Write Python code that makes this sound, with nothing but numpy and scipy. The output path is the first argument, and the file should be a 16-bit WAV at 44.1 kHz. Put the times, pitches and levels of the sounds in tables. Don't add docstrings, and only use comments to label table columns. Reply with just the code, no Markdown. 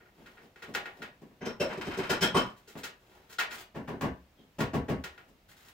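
import sys
import numpy as np
from scipy import signal
from scipy.fft import rfft, irfft
from scipy.io import wavfile
from scipy.ndimage import uniform_filter1d

SR = 44100
rng = np.random.default_rng(int(sys.argv[2]) if len(sys.argv) > 2 else 0)


def generate_wav(signal):
    frames = np.transpose(np.atleast_2d(signal))
    scaled = np.clip(frames, -1, 1) * 32767
    pcm = np.round(scaled).astype(np.int16)
    wavfile.write(sys.argv[1], SR, pcm)


N = 252686
SIZE = 32768


def from_db(db):
    return 10 ** (np.asarray(db) / 20)


def freqs(size):
    return np.maximum(np.arange(size // 2 + 1) * SR / size, 1)


def at_hz(points, hz):
    f, value = np.transpose(points)
    return np.interp(np.log(hz), np.log(f), value)


def peaks(modes):
    return sum(db / (1 + ((freqs(SIZE) - hz) / (width / 2)) ** 2) for hz, width, db in modes)


def response(db):
    cepstrum = irfft(np.log(from_db(db)))
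    cepstrum[1:SIZE // 2] *= 2
    cepstrum[SIZE // 2 + 1:] = 0
    return irfft(np.exp(rfft(cepstrum)))[:SIZE // 2]


def add(track, s, sound):
    start = max(round(s * SR), 0)
    track[start:start + len(sound)] += sound[:N - start]


def chatter(contact_s, swell):
    age = np.arange(SIZE // 8) / SR / max(contact_s, 1 / 2000)
    envelope = (age * np.exp(-age)) ** max(swell, 0.1)
    force = rng.standard_normal(len(age)) * envelope
    for _ in range(4):
        force = irfft(np.exp(1j * np.angle(rfft(force))))
        force *= envelope / np.sqrt(np.abs(uniform_filter1d(force * force, size=64)) + 1e-18)
    return force / np.sqrt(np.sum(force * force))


def blow(body_db, contact_s, low_db, high_db, swell, inertia_s, split_hz):
    hz = freqs(SIZE)
    colour = body_db + at_hz([(400, low_db), (1000, 0.0055), (2200, 0.0077), (6500, high_db)], hz)
    slow_share = 1 / (1 + (hz / split_hz) ** 4)
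    surface = response(colour + 10 * np.log10(1 - slow_share + 1e-4))
    mass = response(colour + 10 * np.log10(slow_share + 1e-4))
    click = signal.fftconvolve(chatter(contact_s, swell), surface)
    push = signal.fftconvolve(chatter(contact_s + inertia_s, swell), mass)
    return click + push


def rub(strokes, body_db, attack_s, release_s, grain_db, grains_per_s):
    t = np.arange(N) / SR
    pressure = np.zeros(N)
    for s, length, db in strokes:
        rise = np.clip((t - s) / attack_s, 0, 1)
        fall = np.exp(-np.maximum(t - s - length, 0) / release_s)
        pressure += from_db(db) * rise * fall
    sizes = from_db(grain_db * np.minimum(rng.exponential(1, N), 5))
    slips = rng.standard_normal(N) * sizes * (rng.random(N) < grains_per_s / SR)
    return signal.fftconvolve(pressure * slips / slips.std(), response(body_db))[:N]


def spread(mid, side):
    # f/Hz, level/dB
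    width = [(60, -19.5), (125, -16), (250, -14), (500, -10.5), (1000, -1.5), (4000, -1.5), (12000, -2)]
    side = irfft(rfft(side) * from_db(at_hz(width, freqs(len(side)))), len(side))
    return np.array([mid + side, mid - side])


def still_air():
    # f/Hz, level/dB
    spectrum = [(15, -31), (35, 4), (180, 1.5), (400, -6.5), (550, -5.5), (1200, -13.5), (2700, -15),
                (7900, -26.5), (9300, -31), (15500, -24)]
    white = rng.standard_normal((2, N))
    mid, side = irfft(rfft(white) * from_db(at_hz(spectrum, freqs(N))), N)
    return from_db(-65.5) * spread(mid, side) / mid.std()


def clothes():
    # t/s, length/s, level/dB
    rustles = [(0, 0.087, -102), (.14, 0.31, -89.5), (.56, 0.46, -88.5), (2.54, 0.24, -98.5),
               (3.0, 0.16, -94.5), (3.1, 0.2, -93.5), (3.48, 0.13, -84), (4.38, 0.03, -96),
               (5.1, 0.18, -98)]
    # f/Hz, level/dB
    cloth = [(50, 5), (250, 9.5), (700, 8.5), (1700, 1.5), (3000, 0.5), (5000, -7), (9500, -13),
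             (15000, -10.5)]
    body = at_hz(cloth, freqs(SIZE))
    return rub(rustles, body, attack_s=0.018, release_s=0.017, grain_db=4, grains_per_s=3000)


def loose_parts():
    # t/s, level/dB, contact/s, bass/dB, treble/dB
    clacks = [(.003, -60.5, 0.0034, 9, -28), (0.057, -62.5, 0.0033, 8.5, -27),
              (0.258, -53, 0.0045, -8, -4.5), (.368, -54.5, 0.0069, 6, -18), (0.559, -56, 0.0014, 4, -7),
              (0.619, -45, 0.0062, 3, -3.5), (0.738, -47.5, 0.0028, 2, 6.5),
              (.749, -31.5, 0.00076, 2.5, -2.5), (.856, -41, 0.0017, 2, -11.5),
              (1.018, -41.5, 0.0046, 4.5, -5.5), (2.673, -60, 0.0068, 17, 12),
              (2.832, -40.5, 0.0068, 1.5, 6), (3.301, -64.5, 0.001, 6.5, 2), (3.324, -55.5, 0.003, 2.5, 11),
              (3.383, -27.5, 0.0084, -7.5, -2), (3.505, -43, 0.0096, -26, 1), (4.603, -36.5, 0.003, -10, 0),
              (5.038, -41, 0.0026, 1, 1.5), (5.177, -52, 0.0017, 2.5, -9)]
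    # f/Hz, level/dB
    spectrum = [(60, -7.5), (250, -1.5), (400, 4.5), (900, 5.5), (1700, 10), (3000, 7.5), (5000, 0.5),
                (8000, -4), (9300, -10.5), (15000, -7)]
    # f/Hz, width/Hz, level/dB
    modes = [(471, 52, 5.8), (810, 33, 4.7), (1421, 86, 8.9), (1525, 19, 1.7), (1656, 33, 5.7),
             (1875, 46, 10.4), (2280, 54, 2.9), (2610, 32, 6.4), (2930, 35, 2.9)]
    body = at_hz(spectrum, freqs(SIZE)) + peaks(modes)
    out = np.zeros(N)
    for s, db, contact_s, low_db, high_db in clacks:
        clack = blow(body, contact_s, low_db, high_db, swell=0.97, inertia_s=0.0071, split_hz=660)
        add(out, s, from_db(db) * clack)
    return out


def wheel():
    # t/s, level/dB, contact/s, bass/dB, treble/dB
    thumps = [(0.18, -68, 0.011, 6, 1), (.430, -69.5, 0.0021, 3, 7), (0.677, -57, 0.0064, 4, 2),
              (0.985, -61, 0.0095, 4.5, -1), (1.214, -61.5, 0.0052, 6, 5),
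              (1.307, -68.5, 0.0034, -0.5, -11), (2.752, -49.5, 0.0032, -1.5, -3),
              (3.743, -43.5, 0.013, -1.5, -4), (3.874, -41.5, 0.0068, -5, -3.5),
              (3.889, -49.5, 0.021, 3.5, -6), (4.01, -37, 0.0014, -10, 3), (4.021, -36.5, 0.013, -1, -4),
              (4.383, -74.5, 0.0066, 10, -2), (4.583, -39.5, 0.0076, 0.5, 4.5),
              (4.601, -36, 0.0041, -6, 0.5), (4.731, -36, 0.0099, 1, 0), (4.88, -36, 0.0116, 0, -1.5),
              (5.279, -74.5, 0.0059, 6, 17)]
    # f/Hz, level/dB
    spectrum = [(30, 16.5), (70, 31.5), (100, 28), (150, 29.5), (250, 26), (400, 23), (700, 18),
                (1050, 12.5), (1300, 9.5), (2000, 8.5), (3000, 0), (8000, -8.5), (9300, -13.5),
                (15000, -10.5)]
    # f/Hz, width/Hz, level/dB
    modes = [(69.3, 23, 4.4), (159, 54, 3.5), (262, 23, 8.4), (437, 110, 2.6), (780, 47, 1.3),
             (1113, 48, 7.3), (1760, 110, 3.4), (2860, 290, 5.7)]
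    full_boom_db, boom_per_db = -27, 0.49
    out, hz = np.zeros(N), freqs(SIZE)
    body = at_hz(spectrum, hz) + peaks(modes)
    for s, db, contact_s, low_db, high_db in thumps:
        boom = at_hz([(90, boom_per_db * (db - full_boom_db)), (190, 0)], hz)
        thump = blow(body + boom, contact_s, low_db, high_db, swell=1.41, inertia_s=0.0032, split_hz=1040)
        add(out, s, from_db(db) * thump)
    return out


def axle():
    # (f/Hz, width/Hz, level/dB)
    taps = [(1.406, -42, 0.014, 3.5, -18, 235, 13.5, 6200, 300, 24),
            (1.450, -38.5, 0.0086, 3.5, -1.5, 460, 8, 6120, 300, 12),
            (1.597, -33, 0.0094, 4, 1, 565, 15, 2680, 90, 11),
            (2.092, -28, 0.0091, 1, 3, 1580, 4, 5450, 200, -7.5),
            (2.207, -36.5, 0.006, 1, 9, 186, 15, 3140, 500, 5),
            (2.2187, -28, 0.00644, 2, 7, 1700, 9, 3300, 250, 14.5),
            (2.342, -30, 0.0086, 7, -3.5, 1095, 16.5, 8760, 500, 18),
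            (2.362, -30.5, 0.0067, 3.5, 3, 328, -7, 3080, 193, 9)]
    # t/s, level/dB, contact/s, bass/dB, treble/dB
    slips = [(1.691, -36.5, .012, -2, -18), (1.770, -49.5, 0.0041, 13.5, 2), (1.812, -37, 0.00069, -13, -5),
             (1.865, -43, 0.0038, 12.5, -2), (1.906, -38, 0.0038, -11.5, -9),
             (1.932, -39.5, 0.0051, -13, -6), (1.968, -44.5, .008, 14.5, 7.5),
             (1.986, -35.5, 0.0043, 2, -7.5), (2.031, -36, 0.003, -20, -9)]
    # t/s, length/s, level/dB
    glides = [(1.665, 0.05, -77.5), (1.84, 0.036, -75.5), (2.03, .06, -79), (2.12, 0.031, -67),
              (2.40, 0.095, -85)]
    # f/Hz, level/dB
    spectrum = [(40, 1.5), (100, 9.5), (180, 16), (400, 15.5), (700, 11), (1500, 9.5), (2500, 7.5),
                (3200, 4.5), (4200, 2), (5400, -3.5), (8000, -4.5), (9300, -11.5), (15000, -11.5)]
    # f/Hz, width/Hz, level/dB
    modes = [(174, 42, -0.5), (1413, 43, 11.5), (2580, 62, 6), (3100, 70, 11), (3370, 66, -1),
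             (5170, 180, 10.5), (5435, 140, 12), (5760, 77, 7)]
    # f/Hz, width/Hz, level/dB
    shaft = [(5445, 50, 10), (5560, 60, 7)]
    broad = at_hz(spectrum, freqs(SIZE))
    steel = broad + peaks(modes)
    gripped = broad + 0.7 * peaks(modes)
    out = rub(glides, gripped, attack_s=0.015, release_s=0.015, grain_db=4.5, grains_per_s=560)
    for s, db, contact_s, low_db, high_db, fork_hz, fork_db, ping_hz, ping_width, ping_db in taps:
        standing_out = np.interp(s, [1.6, 2.35], [1, 0])
        ringing = peaks([(fork_hz, fork_hz * 0.25, fork_db), (ping_hz, ping_width, ping_db)])
        body = steel + ringing + standing_out * peaks(shaft)
        tap = blow(body, contact_s, low_db, high_db, swell=1.19, inertia_s=0.003, split_hz=1850)
        add(out, s, from_db(db) * tap)
    for s, db, contact_s, low_db, high_db in slips:
        slip = blow(gripped, contact_s, low_db, high_db, swell=1.0, inertia_s=0.00485, split_hz=370)
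        add(out, s, from_db(db) * slip)
    return out


def shoes():
    # t/s, length/s, level/dB
    scuffs = [(2.56, 0.028, -90), (2.67, 0.055, -87), (2.768, 0.018, -74.5), (2.99, .2, -101),
              (3.29, 0.024, -80), (3.51, 0.045, -72.5), (3.575, 0.034, -75), (5.48, 0.044, -84.5),
              (5.56, .08, -89), (5.645, 0.043, -84.5)]
    # f/Hz, level/dB
    sole = [(60, -23), (400, -2), (1500, 5.5), (3500, 2.5), (5500, -2.5), (8000, -1.5), (9500, -7.5),
            (15000, -2.5)]
    body = at_hz(sole, freqs(SIZE))
    return rub(scuffs, body, attack_s=0.0074, release_s=0.01, grain_db=4, grains_per_s=6000)


def squeaks():
    # t/s, length/s, f/Hz, level/dB
    rubs = [(3.085, 0.11, 820, -97.5), (3.104, 0.13, 1723, -99), (4.355, 0.084, 3210, -96.5)]
    out = np.zeros(N)
    for s, length, hz, db in rubs:
        size = int(length * SR)
        tone = signal.lfilter(*signal.iirpeak(hz, Q=16, fs=SR), rng.standard_normal(size))
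        add(out, s, from_db(db) * np.hanning(size) * tone / tone.std())
    return out


def reflections(build_s):
    # f/Hz, T60/s
    t60 = [(60, 0.37), (160, 0.28), (420, 0.26), (1100, 0.3), (2900, 0.25), (7700, 0.17), (15000, 0.14)]
    t, hz = np.arange(SIZE) / SR, freqs(SIZE)
    white = np.exp(2j * np.pi * rng.random(len(hz)))
    build_up = 1 - np.exp(-t / build_s)
    edges = np.r_[0, np.geomspace(60, SR / 2, 26)]
    tail = np.zeros(SIZE)
    for low, high in zip(edges, edges[1:]):
        inside = (hz >= low) & (hz < high)
        fade = from_db(-60 * t / at_hz(t60, (low + high) / 2)) * build_up
        band = irfft(white * inside) * fade
        tail += band * np.sqrt(inside.mean() * np.sum(fade ** 2) / np.sum(band ** 2))
    power = np.abs(rfft(tail)) ** 2
    ripple_db = 10 * np.log10(uniform_filter1d(power, size=25) / uniform_filter1d(power, size=301))
    evenness = at_hz([(110, 0.5), (280, 0.69), (1500, 0.22), (4000, 0.32)], hz)
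    return signal.fftconvolve(tail, response(-ripple_db * evenness))[:SIZE]


def garage(source, direct_db, build_s):
    # f/Hz, width/Hz, level/dB
    modes = [(120, 18, 1.5), (223, 35, 4.4), (374.6, 36.6, 7.15), (482.5, 21, 7.8), (613, 42, 3.6),
             (719, 36, 4.2), (840, 19, 3.5), (977, 18, 8.3), (1030, 28, 1.5)]
    paths = spread(reflections(build_s), reflections(build_s))
    paths[0, 0] += from_db(direct_db)
    paths[1, 2] += from_db(direct_db)
    coloured = signal.fftconvolve(source, response(peaks(modes)))[:N]
    return signal.fftconvolve(coloured[None], paths, axes=1)[:, :N]


def scene():
    work = garage(axle(), direct_db=21, build_s=0.0019)
    work += garage(wheel(), direct_db=22.5, build_s=0.0026)
    work += garage(loose_parts() + squeaks() + shoes() + clothes(), direct_db=24, build_s=0.00053)
    balance = from_db([[-0.6], [-1.9]])
    return work * balance + still_air()


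def record(dry):
    cutoff_hz = 15750
    return signal.sosfilt(signal.ellip(12, 0.1, 80, cutoff_hz, fs=SR, output="sos"), dry)


dry = scene()
out = record(dry)
generate_wav(out)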